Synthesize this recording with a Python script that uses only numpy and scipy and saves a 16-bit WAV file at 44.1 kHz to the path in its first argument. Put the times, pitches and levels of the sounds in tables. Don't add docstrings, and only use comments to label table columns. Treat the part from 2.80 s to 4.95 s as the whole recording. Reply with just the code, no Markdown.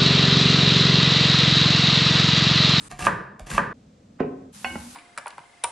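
import sys
import numpy as np
from scipy import signal
from scipy.fft import rfft, irfft, next_fast_len
from scipy.io import wavfile

SR = 44100
rng = np.random.default_rng(int(sys.argv[2]) if len(sys.argv) > 2 else 0)


def ratio(d):
    e = np.asarray(d, float) / 20
    return 10 ** e


def master(y):
    cut = np.clip(np.atleast_2d(y).T, -1, 1)
    pcm = np.round(cut * 32767)
    wavfile.write(sys.argv[1], SR, pcm.astype(np.int16))


N = 94815
TIME = np.arange(N) / SR
SIZE = next_fast_len(2 * N)


def colour(x, points, causal=True):
    hz, db = np.array(points, float).T
    bin_hz = np.arange(SIZE // 2 + 1) * SR / SIZE
    gain_db = np.interp(np.log(bin_hz + 1), np.log(hz), db)
    cepstrum = irfft(gain_db * np.log(10) / 20, SIZE)
    if causal:
        cepstrum[1:SIZE // 2] *= 2
        cepstrum[SIZE // 2 + 1:] = 0
    return irfft(rfft(x, SIZE) * np.exp(rfft(cepstrum)), SIZE)[..., :N]


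def level(x, db=0):
    return x * ratio(db) / np.sqrt(np.mean(x ** 2))


def ring(force, modes):
    t = TIME[:SR // 2]
    body = 0
    for k, (hz, db, t60) in enumerate(modes):
        decay = ratio(db - 60 * t / max(t60, .005))
        body = body + (-1) ** k * decay * np.sin(2 * np.pi * hz * t)
    return signal.fftconvolve(force, body / np.abs(body).max())[:N]


def blows(hits):
    force = np.zeros(N)
    for s, db, ms in hits:
        phase = np.clip((TIME - s) / (ms / 1000), 0, 1)
        force += ratio(db) * np.sin(np.pi * phase) ** 2 / (ms * SR / 2000)
    return force


def grains(rate, spread_db, channels=2):
    shape = (channels, N)
    struck = rng.random(shape) < rate / SR
    sizes = rng.standard_normal(shape)
    loudness = ratio(spread_db * np.minimum(rng.exponential(size=shape), 5))
    return level(struck * sizes * loudness)


def curve(points):
    s, db = np.array(points, float).T
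    return ratio(np.interp(TIME, s, db))


# f/Hz, level/dB
ROOM_COLOUR = [(60, 0.5), (200, -1), (2000, -1), (2800, -1), (12000, -6)]


def room(x, wet_db):
    low_t60_s, halved_at_hz, first_wall_s = 0.79, 7100, 0.0054
    early_db, early_t60_s = 6, 0.11
    early = ratio(early_db - 60 * TIME / early_t60_s)
    tail = 0
    for hz in 62.5 * 2. ** np.arange(8):
        t60 = low_t60_s / (1 + hz / halved_at_hz)
        octave = signal.butter(2, [hz / 2 ** .5, hz * 2 ** .5], "band", fs=SR, output="sos")
        band = signal.sosfilt(octave, rng.standard_normal((2, N)))
        tail = tail + band * (ratio(-60 * TIME / t60) + early)
    tail = colour(tail * np.clip((TIME - first_wall_s) / 0.0018, 0, 1), ROOM_COLOUR)
    tail = tail / np.sqrt(np.sum(tail[0] ** 2))
    return ratio(wet_db) * signal.fftconvolve(x[None], tail, axes=1)[:, :N]


LEAN = [0, 0.31, 0.47, 0.25]


def placed(x, lean, wet_db):
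    return np.array([x, lean * x]) + room(x, wet_db)


# f/Hz, level/dB
EARLY_FRYING = [(40, 5.5), (600, -18), (1200, -7), (2500, -15.5), (6000, -18.5), (8900, -9), (11400, -23),
                (12600, -73)]
# f/Hz, level/dB
FRYING = [(250, -41), (800, -4), (2100, -5), (10400, -3.5), (11900, -8.5), (12600, -61.5)]


def frying(spectrum, db, rate, spread_db):
    crackle = grains(rate, spread_db)
    hiss = 0.94 * rng.standard_normal((2, N))
    return level(colour(crackle + hiss, spectrum), db)


# f/Hz, level/dB
HUM = [(25, -16.5), (100, -3), (234, 1.5), (374, -17), (490, -12), (880, -28), (7600, -36.5), (12600, -59)]


def hum():
    return level(colour(rng.standard_normal((2, N)), HUM))


# t/s, length/s, level/dB, swell/dB
SLICES = [
    (0.089, .014, -61, 9),
    (0.1, 0.023, -47.5, 4),
    (.125, 0.056, -63, 17),
    (0.186, 0.082, -37.5, 10),
    (0.592, 0.0058, -45.5, -9.5),
    (0.604, 0.062, -69.5, -1.5),
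    (0.66, 0.05, -47.5, 0.5),
    (0.696, 0.086, -39, 2),
]
# t/s, level/dB
SNAPS = [(0.113, -33), (0.124, -54.5), (.192, -32.5), (0.207, -35), (0.225, -38.5), (0.242, -41),
         (0.251, -31.5), (0.595, -40), (0.669, -41), (0.705, -35), (0.715, -30), (0.736, -33.5),
         (0.75, -29)]


def bursting():
    env = np.zeros(N)
    for s, length, db, swell_db in SLICES:
        u = (TIME - s) / length
        release_db = np.maximum(TIME - s - length, 0) * 60 / 0.0405
        onset = np.clip((TIME - s) / 0.0058, 0, 1)
        env += ratio(db + swell_db * (u - 0.5) - release_db) * onset * (u < 9)
    for s, db in SNAPS:
        env += ratio(db - 60 * np.abs(TIME - s - .001) / 0.0068) * (TIME > s)
    return env


# t/s, level/dB
PRESSURE = [(.09, -42), (.112, -47), (.134, -49), (.18, -56), (.224, -33), (.28, -26.5), (.312, -26.5),
            (.34, -29), (.46, -44), (.586, -46.5), (.612, -44), (.68, -53), (.745, -27), (.775, -34.5),
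            (.81, -21), (.93, -39)]
# f/Hz, level/dB, t60/s
BOARD_LOW = [(95, -5.5, 0.051), (135.5, -3.5, 0.1), (181.6, -0.5, 0.15), (219, 2, 0.042), (256, -13, 0.056)]
# t/s, level/dB, contact/ms
SHOVES = [
    (.115, -38, 6.5),
    (.21, -33, 5.1),
    (.245, -40.5, 7.3),
    (.605, -30.5, 8),
    (.725, -25.5, 5.8),
    (.76, -36.5, 9),
]
# f/Hz, level/dB, t60/s
COUNTER = [(41.2, 5.6, 0.18), (78, 3.6, 0.087)]


def rocking():
    friction = level(ring(grains(2000, 0.74)[0], BOARD_LOW), -5.5)
    return curve(PRESSURE) * friction + ring(blows(SHOVES), COUNTER)


# t/s, level/dB, contact/ms
TOUCHES = [
    (.1125, -35, 0.23),
    (.1205, -28, .5),
    (.1915, -30.5, 0.18),
    (.7055, -33.5, 0.49),
    (.738, -33, .3),
    (.751, -34, 0.32),
]
# f/Hz, level/dB, t60/s
BLADE = [(143.5, -2, 0.3), (723, -4, 0.118), (1192, -5.5, 0.16), (1640, -1, .05), (2700, -9.5, 0.04)]


def touching():
    return ring(blows(TOUCHES), BLADE)


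# t/s, level/dB, f/Hz, t60/s
SINGS = [(.1205, -33, 723, 0.13), (.199, -33, 1640, 0.044), (.209, -34, 1192, .25),
         (.2245, -25.5, 2700, 0.036), (.226, -31.5, 1710, 0.04), (.241, -28, 1192, 0.062),
         (.2525, -29, 1660, 0.041), (.597, -37.5, 812, 0.049), (.603, -36, 630, 0.052),
         (.714, -28, 1600, .04), (.749, -27.5, 1146, .06)]


def singing():
    song = 0
    for s, db, hz, t60 in SINGS:
        song = song + ring(blows([(s, db, .15)]), [(hz, 0, t60)])
    return song


# t/s, level/dB, contact/ms
CHOPS = [
    (.2682, -2, .4),
    (.7798, -3, .4),
]


def clack():
    lead_s, length_s, hz = .0006, .0034, 1075
    chops = np.array(CHOPS)
    u = TIME - chops[:, :1]
    gate = np.sin(np.pi * np.clip((u + lead_s) / length_s, 0, 1)) ** .5
    swings = ratio(chops[:, 1:2] - 7.5) * gate * np.sin(2 * np.pi * hz * (u - .00015))
    return np.sum(swings, axis=0)


# f/Hz, level/dB, t60/s
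BOARD = [(372, -19.5, .1), (554, -14.5, .06), (686, -17, 0.14), (857, -32, 0.043), (1021, -20.5, 0.028),
         (1106, -21, 0.15), (1190, -4.5, 0.075), (1354, -16.5, 0.06), (1636, -2.5, 0.026),
         (1556, -17, 0.06), (1820, -27, 0.029), (2270, -14.5, 0.04), (2517, -1.5, 0.011), (3330, -4, 0.006)]


def board_knock():
    return ratio(-0.5) * ring(blows(CHOPS), BOARD)


# f/Hz, level/dB
CRACK = [(200, 0), (380, 1.5), (800, -0.5), (1700, 9), (2300, 0), (3000, -13), (7000, -44.5)]


def cracking():
    burst = ratio(-7 - 60 * TIME / 0.014) * rng.standard_normal(N)
    return colour(signal.fftconvolve(blows(CHOPS), burst)[:N], CRACK)


# t/s, level/dB, contact/ms
NUDGES = [
    (.5955, -20.5, 0.95),
    (.607, -42.5, 0.64),
]
# f/Hz, level/dB, t60/s
SPOON = [(560, 2, 0.0056), (823, 1.5, 0.022), (1537, 0.5, 0.029), (1990, -2, 0.026), (2720, 3, 0.0243)]
# f/Hz, level/dB
CRUNCH = [(200, -29.5), (320, -8), (1200, -11), (2700, -11.5), (3100, -16), (8900, -18), (11600, -22.5),
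          (12600, -75.5)]
# f/Hz, level/dB
CENTRED = [(1500, -4), (1900, -19), (5200, -23), (6200, -1)]


def chopping():
    crack = cracking()
    cells, env = grains(8000, 3.0), bursting()
    crunch = env * level(colour(cells, CRUNCH))
    shaken = ring(env * cells[0], BLADE) * ratio(-20.5)
    nudged = ring(blows(NUDGES), SPOON)
    knock = touching() + singing() + clack() + board_knock() + nudged
    splinters = room(crack, 5.6)
    rock = rocking()
    mid, side = crunch + splinters + room(crunch[0], -5.3) + placed(knock + shaken, LEAN[1], -14.5)
    return np.array([mid + rock, colour(side, CENTRED, causal=False)])


# t/s, level/dB, contact/ms
BOWL_HITS = [
    (1.4022, -5.5, 1.09),
    (1.4065, -13, 1.9),
    (1.4285, -30, 0.5),
    (1.4395, -14.5, 1.32),
    (1.503, -35.5, 1.05),
    (1.523, -35, 0.82),
    (1.55, -45, 0.96),
]
# f/Hz, level/dB, t60/s
BOWL = [(114, -10.5, 0.045), (165, -6.5, 0.029), (264, -6, 0.097), (392, -6.5, 0.084), (438, -9, 0.067),
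        (464, -7.5, 0.06), (546, -9.5, 0.056), (728, -7.5, 0.039), (1018, -9.5, 0.038), (1466, -7.5, 0.011),
        (2490, 3, 0.019)]
# f/Hz, level/dB
TICK = [(300, -3.5), (1000, 8), (2800, -6), (4000, -22), (7000, -31.5), (9000, -47)]


def bowl():
    late = TIME - 1.4035
    swell = ratio(-27 - 60 * np.maximum(late / 0.042, -late / 0.026))
    tick = swell * level(colour(grains(9000, 3.2)[0], TICK))
    return placed(ring(blows(BOWL_HITS), BOWL) + tick, LEAN[2], -9)


# t/s, level/dB
DRAG = [(1.84, -44), (1.86, -37), (1.93, -31.5), (1.975, -30.5), (2.03, -41), (2.08, -43), (2.15, -48)]
# f/Hz, level/dB, t60/s
PAN_LOW = [(186, -3.5, 0.086), (241.2, -3.5, 0.51), (322, -1.5, 0.027), (532, -17, 0.092),
           (875, -20, 0.027)]


def dragging():
    return curve(DRAG) * level(ring(grains(1500, 1.6)[0], PAN_LOW), -5.5) * (TIME > 1.84)


# t/s, level/dB, contact/ms
KNOCKS = [
    (1.8452, -7.5, 0.25),
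    (1.8478, -21, 0.87),
    (1.8505, -20, 0.61),
]
# t/s, level/dB, contact/ms
TAPS = [
    (1.8456, -16, 0.11),
    (1.8502, -37.5, 0.42),
]
# f/Hz, level/dB, t60/s
PAN = [(543, -12, 0.51), (771, 1.5, 0.19), (1028, -8.5, 0.31), (1067, -2.5, 0.19), (1550, -2, 0.6),
       (5400, -6, .03), (1814, 3, 0.064), (2202, -3, 0.7), (2178, -11, .5), (2500, 10, 0.04),
       (2902, -3.5, 0.35), (2924, -11, 0.71), (3410, -8, 0.069), (4394, -6.5, 0.14)]
# t/s, level/dB, contact/ms
LURCHES = [
    (1.848, -42, 4.4),
    (1.9, -38.5, 3.1),
    (1.962, -39, 4.1),
    (1.985, -38, 7.6),
]
# f/Hz, level/dB, t60/s
HOB = [(70.3, -3, 0.25), (100, -0.5, .1)]
# t/s, level/dB, contact/ms
RELAND = [
    (1.9552, -21, 0.34),
    (1.9572, -21, 0.26),
]
# f/Hz, level/dB, t60/s
SPOON_EDGE = [(534, -5.5, 0.034), (826, 3, 0.037), (1356, -3, 0.029), (1950, -2, 0.0085)]


def stirring():
    low = dragging() + ring(blows(LURCHES), HOB) + ratio(-4) * ring(blows(RELAND), PAN_LOW)
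    stilled_db = 252 * np.maximum(TIME - RELAND[0][0], 0)
    steel = ring(blows(TAPS), PAN) * ratio(-stilled_db)
    wood = ring(blows(KNOCKS), SPOON) + ring(blows(RELAND), SPOON_EDGE)
    taps = placed(steel, LEAN[3], -16.5) + placed(wood, LEAN[3], -13)
    return taps + low * [[1], [.3]] + frying(FRYING, -49, 6000, 2.2)


# f/Hz, level/dB
SIDE_GAIN = [(60, -28.5), (200, -28), (350, -11), (640, 0.5), (1150, 3), (2080, -8), (3750, -3),
             (8000, -2.5), (11000, -0.5), (12500, -1)]


def two_ports(mix):
    treble = colour(mix[0], [(6000, -40), (10500, -12.0), (12500, -1)])
    side = colour(mix[1], SIDE_GAIN, causal=False) + .8 * signal.hilbert(treble).imag
    return np.array([mix[0] - side, mix[0] + side])


# start t/s, end t/s, fade-in/s
SHOTS = [
    (-.01, 0.087, 0.0019),
    (0.083, .933, 0.0056),
    (0.935, 1.725, 0.0052),
    (1.721, 2.202, 0.026),
]
HUM_DB = [-48, -57.5, -51.5, -53]


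def scene():
    sources = [frying(EARLY_FRYING, -48, 8200, 0.85), chopping(), bowl(), stirring()]
    background = hum()
    mix = 0
    for (start, end, fade), source, db in zip(SHOTS, sources, HUM_DB):
        gate = np.clip((TIME - start) / fade, 0, 1) * np.clip((end - TIME) / 0.0048, 0, 1)
        mix = mix + (source + ratio(db) * background) * gate
    return two_ports(mix)


def roll_off(x):
    return signal.sosfilt(signal.butter(12, 12840, fs=SR, output="sos"), x)


def record(dry):
    top_cut = signal.ellip(6, .3, 50, 12450, fs=SR, output="sos")
    bass_cut = signal.butter(4, 36., "high", fs=SR, output="sos")
    mix = signal.sosfilt(bass_cut, signal.sosfilt(top_cut, dry))
    return roll_off(mix)


dry = scene()
out = record(dry)
master(out)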